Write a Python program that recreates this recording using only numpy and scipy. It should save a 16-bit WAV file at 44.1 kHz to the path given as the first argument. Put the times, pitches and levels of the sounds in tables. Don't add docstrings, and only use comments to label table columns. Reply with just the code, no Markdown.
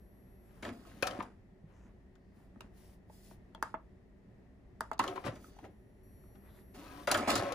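import sys
import numpy as np
from scipy import signal
from scipy.fft import rfft, irfft
from scipy.io import wavfile

SR = 44100
rng = np.random.default_rng(int(sys.argv[2]) if len(sys.argv) > 2 else 0)


def voltage_ratio(level):
    return 10 ** (np.asarray(level, float) / 20)


def put_to_file(sound):
    columns = np.atleast_2d(sound).T
    safe = np.clip(columns, -1, 1)
    whole_steps = np.round(safe * 32767)
    wavfile.write(sys.argv[1], SR, whole_steps.astype(np.int16))


N = 332514
HZ = np.fft.rfftfreq(N, 1 / SR)

# (frequency [Hz], width [Hz], level [dB])
CASE_MODES = [(289.6, 24, 13.5), (385, 28, 8.5), (565, 66, 13), (700, 76, 13.5), (748, 49, 8),
              (1073, 40, 7.5), (1290, 42, 10), (1750, 40, 1.5), (1975, 29, 1.5), (2400, 66, -5),
              (2860, 49, -7.5), (3230, 58, -6), (3480, 70, -6.5)]


def read(points, hz):
    f, value = np.transpose(points)
    return np.interp(np.log(hz + 1), np.log(f + 1), value)


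def evened(x):
    return x / np.sqrt(np.mean(x ** 2) + 1e-20)


def coloured(x, points):
    return evened(irfft(rfft(x) * voltage_ratio(read(points, HZ)), N))


def resonate(x, hz, width):
    return signal.lfilter(*signal.iirpeak(hz, hz / width, SR), x)


def dulled(x, hz):
    return signal.lfilter(*signal.butter(2, hz, fs=SR), x)


def impacts(per_s, spread_db):
    size = voltage_ratio(spread_db * np.minimum(rng.exponential(1, N), 4))
    struck = rng.random(N) < per_s / SR
    return evened(size * rng.standard_normal(N) * struck)


def stroke_gain(rows, rise, sag, release, column=2):
    t = np.arange(0, N, 16) / SR
    gain = 0
    for row in rows:
        start, length, db = row[:3]
        if column > 2:
            db = db + row[column]
        age = t - start
        fall = sag * np.clip(age, 0, length) + release * np.maximum(age - length, 0)
        gain = gain + voltage_ratio(db - fall) * np.clip(1 + age / rise, 0, 1) ** 2
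    return np.interp(np.arange(N) / SR, t, gain)


def add(mix, s, sound):
    part = mix[round(s * SR):][:len(sound)]
    part += sound[:len(part)]


def gears():
    # (start [s], length [s], case rumble [dB], boom over it [dB], grit over it [dB])
    runs = [
        (.73, 0.13, -66.5, 4, 1.5),
        (.87, 0.2, -63, 4, 0.5),
        (5.34, 0.33, -72.5, 10, 3),
        (6.748, 0.3, -55.5, 0, -1),
    ]
    # (start [s], length [s], case rumble [dB], boom over it [dB], grit over it [dB])
    rattles = [(.63, 0.057, -46.5, 4.5, -4.5), (1.03, 0.15, -40.5, -8.5, -8), (1.19, 0.017, -48, 5, -21),
               (4.998, 0.12, -39, -4, -8.5), (5.19, 0.17, -56.5, -3, -7), (5.25, 0.019, -45, 6, -2),
               (5.63, 0.026, -62, 10, -29.5), (7.076, 0.012, -37.5, -14.5, -1.5), (7.112, 0.056, -38, 1, 0),
               (7.19, 0.2, -36, -12, -10.5), (7.278, 0.085, -34, -3.5, 0.5), (7.395, .16, -35.5, -6, -8.5)]
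    load_sags = (37.2, 25, 70, 80)
    load_releases = (260, 195, 343, 400)
    # (frequency [Hz], density [dB per Hz])
    grit_colour = [(1400, -3.5), (2100, -6.5), (3300, -8), (5000, -10), (7200, -15), (9000, -13.5),
                   (16000, -39)]
    # (frequency [Hz], density [dB per Hz])
    fizz_colour = [(7500, -39), (8500, 1), (10000, -5.5), (12000, -3.5), (14500, -1.5), (16000, -15.5)]

    teeth = impacts(per_s=2600, spread_db=2.0)
    case = 0
    for hz, width, db in CASE_MODES[1:]:
        case = case + voltage_ratio(db) * resonate(teeth * rng.standard_normal(N), hz, 0.74 * width)
    case = dulled(evened(case) + 0.62 * evened(resonate(teeth, 824, 1360)), 1900)
    boom = resonate(resonate(teeth, 293.0, 138), 230, 330)
    boom = boom + 0.8 * resonate(resonate(teeth, 108, 26), 110, 42.5)
    grit = coloured(impacts(per_s=5000, spread_db=0.5), grit_colour)
    fizz = coloured(impacts(per_s=6000, spread_db=-1.0), fizz_colour)

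    # (sound, level column, level when free [dB], level under load [dB]); fizz counts from the grit
    layers = [(evened(case), 2, 0, 0), (evened(boom), 3, 0, 0), (grit, 4, 0, 0), (fizz, 4, -8, -17)]
    out = np.zeros(N)
    for (layer, column, free_db, load_db), sag, release in zip(layers, load_sags, load_releases):
        free = stroke_gain(runs, rise=0.017, sag=1.9, release=440, column=column)
        loaded = stroke_gain(rattles, rise=0.005, sag=sag, release=release, column=column)
        out += layer * (voltage_ratio(free_db) * free + voltage_ratio(load_db) * loaded)
    return voltage_ratio(-3.5) * out


def treble(length, decay, rise, top_hz):
    t = np.arange(length) / SR
    band = signal.butter(1, [2200, top_hz], "bandpass", fs=SR, output="sos")
    noise = signal.sosfilt(band, rng.standard_normal(length))
    return noise * np.exp(-t / decay) * np.minimum(t / rise, 1)


def knocks():
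    # (time [s], peak [dB], pitch [Hz], treble over it [dB])
    snaps = [
        (.651, -34, 640, -10),
        (4.993, -15.5, 1018, -11),
        (2.155, -59, 1490, -3.5),
        (4.932, -38.5, 694, -7),
        (5.182, -49, 1000, -22),
        (5.639, -40, 427, -24.5),
        (7.115, -23, 1290, 9.5),
        (7.304, -25.5, 670, 5),
        (7.523, -30, 535, -2.5),
    ]
    # (time [s], peak [dB], pitch [Hz], treble over it [dB])
    taps = [(.626, -35.5, 425, -11), (1.0255, -21, 1281, -6), (1.0705, -28, 1280, -0.5),
            (1.109, -36, 533, -8), (1.226, -40.5, 797, -6.5), (5.039, -25, 1274, -14),
            (5.276, -34.5, 500, -19), (5.587, -42, 800, -18), (5.649, -43, 798, -15),
            (6.748, -66.5, 614, -24), (7.0735, -20, 596, -17.5), (7.104, -22, 1290, -38),
            (7.118, -21, 665, -1.5), (7.275, -23, 775, -30), (7.291, -23, 1190, -14),
            (7.314, -27, 1080, -1), (7.422, -34, 540, -21)]
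    # (time [s], peak [dB], pitch [Hz], treble over it [dB])
    jams = [
        (1.195, -35, 1060, -21),
        (5.077, -33, 1150, -7),
        (7.073, -25.5, 1180, -9),
        (7.143, -17.5, 1290, -9.5),
        (7.176, -27, 725, -4.5),
        (7.355, -24, 1290, 1),
        (7.377, -36.5, 560, 5),
    ]
    # (time [s], peak [dB], pitch [Hz], treble over it [dB])
    shoves = [(.662, -34.5, 282, -24), (.689, -36, 256, -19), (.704, -72, 225, -30), (3.308, -51, 264, -36),
              (5.157, -35, 893, -15.5), (5.238, -37, 1260, -19.5), (5.261, -30, 250, -13),
              (5.287, -60, 223, -21), (5.268, -30.5, 130, -40), (5.356, -43, 204, -11.5),
              (6.35, -52.5, 213, -20.5)]
    # (events, blow length [s], rise [s])
    kinds = [(snaps, 0.0056, 0.0043), (taps, 0.0095, 0.0014), (jams, 0.013, 0.0071), (shoves, 0.017, 0.0041)]

    out, t = np.zeros(N), np.arange(4000) / SR
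    for rows, blow, rise in kinds:
        for s, db, hz, treble_db in rows:
            push = rng.standard_normal(len(t)) * np.exp(-t / blow) * np.minimum(t / rise, 1) ** 2
            case = 0
            for mode_hz, width, mode_db in CASE_MODES:
                struck = resonate(push, mode_hz * rng.uniform(0.9, 1.04), width)
                case = case + voltage_ratio(mode_db) * rng.normal() * struck
            own = evened(resonate(push, hz, 0.2 * hz))
            body = own + 0.56 * evened(case) + 0.57 * evened(resonate(push, 760, 1128))
            body = signal.lfilter(*signal.butter(2, 0.36 * hz, "high", fs=SR), dulled(body, 2600))
            crack = voltage_ratio(treble_db) * treble(len(t), 0.77 * blow, 0.064 * rise, top_hz=7260)
            add(out, s - .0008, voltage_ratio(db - 1.0) * (body / abs(body).max() + crack))
    return out


def whine():
    # (start [s], end [s], level [dB], tilt [dB per multiple], grip on loudest multiple [dB])
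    holds = [
        (0, 0.537, -6, 0, 4),
        (5.695, 6.034, -6.5, 0.3, -19.5),
        (6.031, 6.388, 2, -0.3, -1.5),
        (6.38, 6.739, -0.6, 0.9, 1),
    ]
    partials = np.array([-104, -97, -103, -101, -95, -84.5, -95, -99])
    chop_hz, waver_db = 1440.5, 0.5

    out, multiples = np.zeros(N), np.arange(len(partials)) + 3
    for start, end, db, tilt_db, grip_db in holds:
        t = np.arange(0, end - start, 1 / SR)
        knots = t[::900]
        levels = partials + tilt_db * (multiples - multiples.mean())
        levels = levels + grip_db * (partials == partials.max())
        tone = 0
        for k, partial_db in zip(multiples, levels):
            waver = waver_db * np.interp(t, knots, rng.standard_normal(len(knots)))
            sine = np.sin(2 * np.pi * (chop_hz * k * t + rng.random()))
            tone = tone + voltage_ratio(db + partial_db + 13.5 + waver) * sine
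        add(out, max(start, 0), tone * signal.windows.tukey(len(t), .02))
    return out


def whir():
    # (start [s], end [s], start pitch [Hz], end pitch [Hz], level [dB])
    whistles = [(.43, .54, 7700, 7300, -87), (.528, .63, 9900, 10080, -87), (5.3, 5.7, 6050, 6050, -79),
                (6.80, 6.91, 940, 1010, -64), (6.89, 7.04, 1005, 1000, -61), (6.81, 6.88, 1150, 1170, -65),
                (6.9, 6.94, 1650, 1655, -67), (6.83, 6.95, 1245, 1260, -64), (6.93, 7.04, 1140, 1120, -65),
                (6.84, 6.93, 2590, 2540, -69), (6.94, 7.04, 1920, 1900, -71), (6.84, 7.0, 1560, 1530, -71)]
    # (start [s], end [s], start pitch [Hz], end pitch [Hz], level [dB])
    murmurs = [
        (5.325, 5.595, 3480, 3495, -84),
        (5.32, 5.59, 4500, 4500, -85),
        (6.746, 6.85, 220, 340, -56),
        (6.9, 7.05, 260, 310, -55.5),
    ]
    # (start [s], end [s], start pitch [Hz], end pitch [Hz], level [dB])
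    drones = [(.65, .74, 290, 250, -50), (1.05, 1.25, 255, 250, -53), (1.04, 1.2, 750, 745, -52),
              (1.04, 1.16, 565, 560, -51), (5.0, 5.05, 270, 268, -48), (5.06, 5.21, 385, 378, -47),
              (5.03, 5.16, 705, 700, -50), (7.075, 7.19, 1290, 1290, -43), (7.1, 7.25, 300, 290, -44),
              (7.285, 7.325, 290, 290, -37), (7.3, 7.42, 102, 102, -47), (7.34, 7.4, 300, 300, -45),
              (7.37, 7.54, 560, 555, -44), (7.4, 7.54, 1050, 1100, -50), (7.2, 7.26, 1650, 1650, -55)]

    out = np.zeros(N)
    for rows, width in [(whistles, 22), (murmurs, 140), (drones, 35)]:
        r = np.exp(-np.pi * width / SR)
        for start, end, from_hz, to_hz, db in rows:
            n = round((end - start) * SR)
            slow = signal.lfilter([1], [1, -r], rng.standard_normal((2, SR // 2)))
            slow = evened(slow[:, -n:])
            carrier = np.exp(2j * np.pi * np.cumsum(np.linspace(from_hz, to_hz, n)) / SR)
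            tone = ((2.0 + slow[0] + 1j * slow[1]) * carrier).real
            add(out, start, voltage_ratio(db) * evened(tone) * signal.windows.tukey(n, .3))
    return out


def keys():
    # (time [s], peak [dB], pitch [Hz], treble over it [dB], ring [dB])
    clicks = [
        (2.607, -40, 1310, -13, -10.5),
        (3.548, -46, 1240, -15.5, 4),
        (3.6256, -18, 1274, -20.5, -14),
        (3.741, -27, 1140, -41, -5),
        (4.807, -22, 1290, -19, -11),
        (4.914, -26.5, 1130, -30, -5),
    ]
    # (frequency [Hz], level [dB], t60 [s])
    panel = [(294, 5, 0.036), (642, 6.5, 0.15), (897, 8.5, 0.065), (1060, -10.5, 0.034), (1290, -6, 0.1),
             (1490, -1.5, 0.032), (1656, -14, 0.055), (2100, -3.5, 0.03), (2740, -13, 0.023),
             (3460, -21, 0.03)]

    out, t = np.zeros(N), np.arange(5000) / SR
    for s, db, hz, treble_db, ring_db in clicks:
        snap = np.exp(-((t - .0016) / 0.00059) ** 2) * np.cos(2 * np.pi * hz * (t - .0017))
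        shake = snap + 0.49 * rng.standard_normal(len(t)) * np.exp(-t / 0.0066) * (t > .001)
        ring = 0
        for k, (mode_hz, mode_db, t60) in enumerate(panel):
            ring = ring + (-1) ** k * voltage_ratio(mode_db) * evened(resonate(shake, mode_hz, 3.5 / t60))
        spike = np.exp(-((t - .0015) / .00004) ** 2) - np.exp(-((t - .0015) / .00012) ** 2) / 3
        tick = treble(len(t), 0.0021, 0.0008, top_hz=13000) + 0.9 * spike
        click = snap + voltage_ratio(ring_db) * ring / abs(ring).max() + voltage_ratio(treble_db + 8.0) * tick
        add(out, s, voltage_ratio(db + 2.0) * click)
    return out


def ticks():
    # (time [s], peak [dB], pitch [Hz], ring [s])
    slips = [(.632, -41, 3310, 0.0096), (0.852, -50.5, 1290, 0.042), (1.027, -22, 565, 0.028),
             (1.028, -22, 2550, 0.023), (1.076, -47, 3370, 0.018), (1.205, -25.5, 1050, 0.03),
             (2.560, -52, 900, 0.012), (2.607, -41, 2680, 0.0056), (2.608, -47, 1040, 0.061),
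             (3.098, -52.5, 620, 0.083), (3.098, -52.5, 970, 0.021), (3.548, -44, 3320, 0.011),
             (3.578, -48, 700, 0.018), (4.980, -51.5, 4300, 0.0056), (5.079, -29.5, 3410, 0.0093),
             (5.178, -31, 1040, 0.027), (5.443, -45.5, 1310, 0.035), (5.567, -51, 765, 0.014),
             (6.032, -72.5, 10100, .01), (6.238, -60, 1160, 0.016), (6.354, -68, 3300, 0.0081),
             (6.475, -58.5, 1940, 0.032), (6.589, -56, 1830, 0.01), (7.146, -22.5, 3240, 0.021),
             (.63, -38, 2250, .02), (.651, -35, 1820, .02), (.652, -39, 3300, 0.017),
             (.69, -41, 1900, .015), (.918, -56, 1690, .02), (1.071, -37, 1910, .025),
             (1.071, -43, 4700, .02), (1.073, -37, 3540, .025), (1.11, -39, 3000, .012),
             (1.222, -53, 3600, .015), (1.64, -45, 170, 0.095), (1.85, -50, 222, .12),
             (2.37, -51, 217, .08), (2.565, -48.5, 230, 0.075), (2.645, -48, 220, .07),
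             (3.312, -49.5, 600, 0.041), (6.36, -59, 716, 0.034), (6.815, -55, 2900, .015),
             (7.113, -25, 4800, 0.017), (7.171, -36, 9500, .015), (7.304, -24, 2400, 0.027),
             (7.354, -34, 2120, .02), (7.45, -31, 570, 0.067), (7.52, -28, 570, .05)]
    out, t = np.zeros(N), np.arange(3000) / SR
    for s, db, hz, ring in slips:
        slip = dulled(rng.standard_normal(len(t)) * np.exp(-t / .002), 1.5 * hz)
        ping = evened(resonate(slip, hz, 3.5 / ring))
        part = ping + 0.35 * evened(resonate(slip, hz, 1.1 * hz))
        add(out, s, voltage_ratio(db) * part / abs(part).max())
    return out


def brush():
    # (start [s], length [s], hiss [dB], rub over it [dB])
    strokes = [(.46, 0.059, -86, 16), (.56, 0.086, -78, 13.5), (1.7, 0.2, -91, 27),
               (2.37, 0.086, -82.5, 13.5), (2.78, 0.16, -71.5, 1), (3.135, 0.06, -70.5, -8),
               (3.25, 0.079, -67.5, -15), (5.13, 0.095, -74, 6), (5.43, 0.055, -69.5, -14.5),
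               (6.46, 0.046, -84, 22), (6.56, 0.042, -76.5, 10.5)]
    # (start [s], length [s], hiss [dB], rub over it
    # [dB])
    slides = [
        (1.24, 0.2, -76, 22),
        (2.62, 0.065, -81.5, 21.7),
        (3.645, 0.088, -69, 15.4),
        (4.825, 0.079, -73, 13),
    ]
    # (frequency [Hz], density [dB per Hz])
    cloth = [(880, -34), (1500, -10), (3480, -5), (4200, -6.5), (5280, -3.5), (6370, -7), (8490, -3.5),
             (9950, -3), (12200, -6.5), (16000, -3.5)]

    hiss = coloured(impacts(per_s=29000, spread_db=-1.0), cloth)
    rub = evened(dulled(resonate(impacts(per_s=4600, spread_db=4.0), 600, 1300), 2000))
    sleeve_hiss, sleeve_rub = [stroke_gain(strokes, rise=0.079, sag=20, release=390, column=k) for k in (2, 3)]
    thumb_hiss, thumb_rub = [stroke_gain(slides, rise=0.0042, sag=170, release=1600, column=k) for k in (2, 3)]
    hissing = sleeve_hiss * hiss + thumb_hiss * evened(dulled(hiss, 8000))
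    return voltage_ratio(4.0) * hissing + voltage_ratio(-5.0) * (sleeve_rub + thumb_rub) * rub


def rustle():
    # (start [s], length [s], centre [Hz], width [Hz], level [dB])
    drags = [
        (1.697, .22, 6400, 2400, -85.5),
        (2.15, .3, 4600, 1190, -93),
        (6.453, 0.19, 3700, 900, -80.5),
        (7.2, 0.099, 2150, 800, -51),
        (7.319, 0.097, 4270, 1600, -47),
        (7.424, 0.11, 1920, 910, -54),
        (0.626, 0.083, 2600, 2000, -60),
    ]
    out = np.zeros(N)
    for start, length, hz, width, db in drags:
        drag = resonate(resonate(rng.standard_normal(SR // 2), hz, width), hz, width)
        drag = drag[:round(length * SR)]
        add(out, start, voltage_ratio(db) * evened(drag) * signal.windows.tukey(len(drag), .5))
    return out


def scatter():
    spectrum = rfft(rng.standard_normal(512) * np.exp(-np.arange(512) / 60.))
    return irfft(spectrum / abs(spectrum))


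def tail():
    # (frequency [Hz], t60 [s])
    decay = [(150, 0.17), (600, 0.22), (1500, 0.2), (4000, 0.099), (12000, 0.063)]
    taps = rng.choice([-1., 1.], SR // 3) * (rng.random(SR // 3) < .06)
    hz, t, z = signal.stft(taps, SR, nperseg=128)
    t60 = read(decay, hz)[:, None]
    out = signal.istft(z * voltage_ratio(-60 * t / t60) / np.sqrt(t60), SR, nperseg=128)[1]
    return np.r_[np.zeros(150), out] / np.linalg.norm(out)


def drifting(x, response):
    drift = 2 * np.pi * 1.7 * np.arange(N) / SR
    return sum(signal.oaconvolve(x * turn(drift), response())[:N] for turn in (np.sin, np.cos))


def ports(x, other, column):
    # (frequency [Hz], left over right [dB], likeness of near sounds [0-1], likeness of the hum [0-1])
    balance = np.array([(0, 0.6, 0.92, 0.98), (164, -0.4, 1, 0.88), (360, 1, 0.85, 0.59),
                        (1000, 0.9, 0.57, .4), (1670, 1.5, 0.45, 0.11), (3000, 3.5, 0.351, 0.072),
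                        (4730, 4.5, 0.14, 0.085), (6100, 1.5, 0.2, 0.29), (7600, 3.5, 0.53, 0.27),
                        (8200, 1, 0.75, 0.2), (9800, -2, 1, 0.58), (11940, 1.5, 0.99, .92),
                        (14500, -1, 0.79, 0.4)])
    # (frequency [Hz], lead [rad])
    right_lead = [(0, 0), (3100, -.6), (6500, 0), (8550, 3.14), (10200, 6.25), (12350, 9.42), (14200, 12.6),
                  (16000, 15.6)]
    left_db = np.interp(HZ, balance[:, 0], balance[:, 1])
    same = np.clip(np.interp(HZ, balance[:, 0], balance[:, column]), 0, 1)
    lead = np.interp(HZ, *np.transpose(right_lead))
    shared = rfft(x) * np.sqrt((1 + same) / 2)
    apart = rfft(other) * np.sqrt((1 - same) / 2)
    left = (shared + apart) * voltage_ratio(left_db / 2)
    right = (shared - apart) * voltage_ratio(-left_db / 2) * np.exp(1j * lead)
    return irfft([left, right], N)


def hum():
    # (frequency [Hz], density [dB per Hz])
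    room_colour = [(12, -46.5), (20, -25.5), (53, 2.5), (163, -23), (198, -9.5), (228, -18), (255, -6.5),
                   (310, -13), (377, -9), (513, -18.5), (590, -15), (976, -26), (1860, -35), (2460, -38.5),
                   (16000, -53.5)]
    # (frequency [Hz], width [Hz], level [dB])
    fans = [(50.3, 42.5, -64), (110.6, 17, -70.5), (193.2, 25.5, -67), (374.4, 17, -75.5),
            (1866, 270, -81.5), (2600, 20, -99)]
    swells_per_s, swell_db = 2.5, 0.78

    noise = rng.standard_normal((2, N))
    bed = np.array([coloured(n, room_colour) for n in noise]) * voltage_ratio(-65.0)
    for hz, width, db in fans:
        band = resonate(rng.standard_normal((2, N)), hz, width)
        bed += voltage_ratio(db) * evened(resonate(band, hz, 6.3 * width))
    slow = np.exp(-(HZ / swells_per_s) ** 2) * (HZ > 0)
    swell = evened(irfft(rfft(rng.standard_normal(N)) * slow, N))
    return ports(*(bed * voltage_ratio(2.0 + swell_db * swell)), column=3)


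def scene():
    near = gears() + knocks() + whir() + keys() + ticks() + brush()
    direct = ports(near + whine(), drifting(near, scatter), column=2)
    far = dulled(near, 6340)
    room = ports(drifting(far, tail), drifting(far, tail), column=2)
    lid = rustle() * voltage_ratio(np.array([[2.5], [-2.5]]))
    return direct + lid + voltage_ratio(-9.0) * room + hum()


def band_limit(x):
    return signal.sosfilt(signal.butter(12, 16490, fs=SR, output="sos"), x)


def record(dry):
    edge = voltage_ratio(-22 * np.clip((HZ - 15200) / 350, 0, 1.5))
    return band_limit(irfft(rfft(dry) * edge, N))


dry = scene()
out = record(dry)
put_to_file(out)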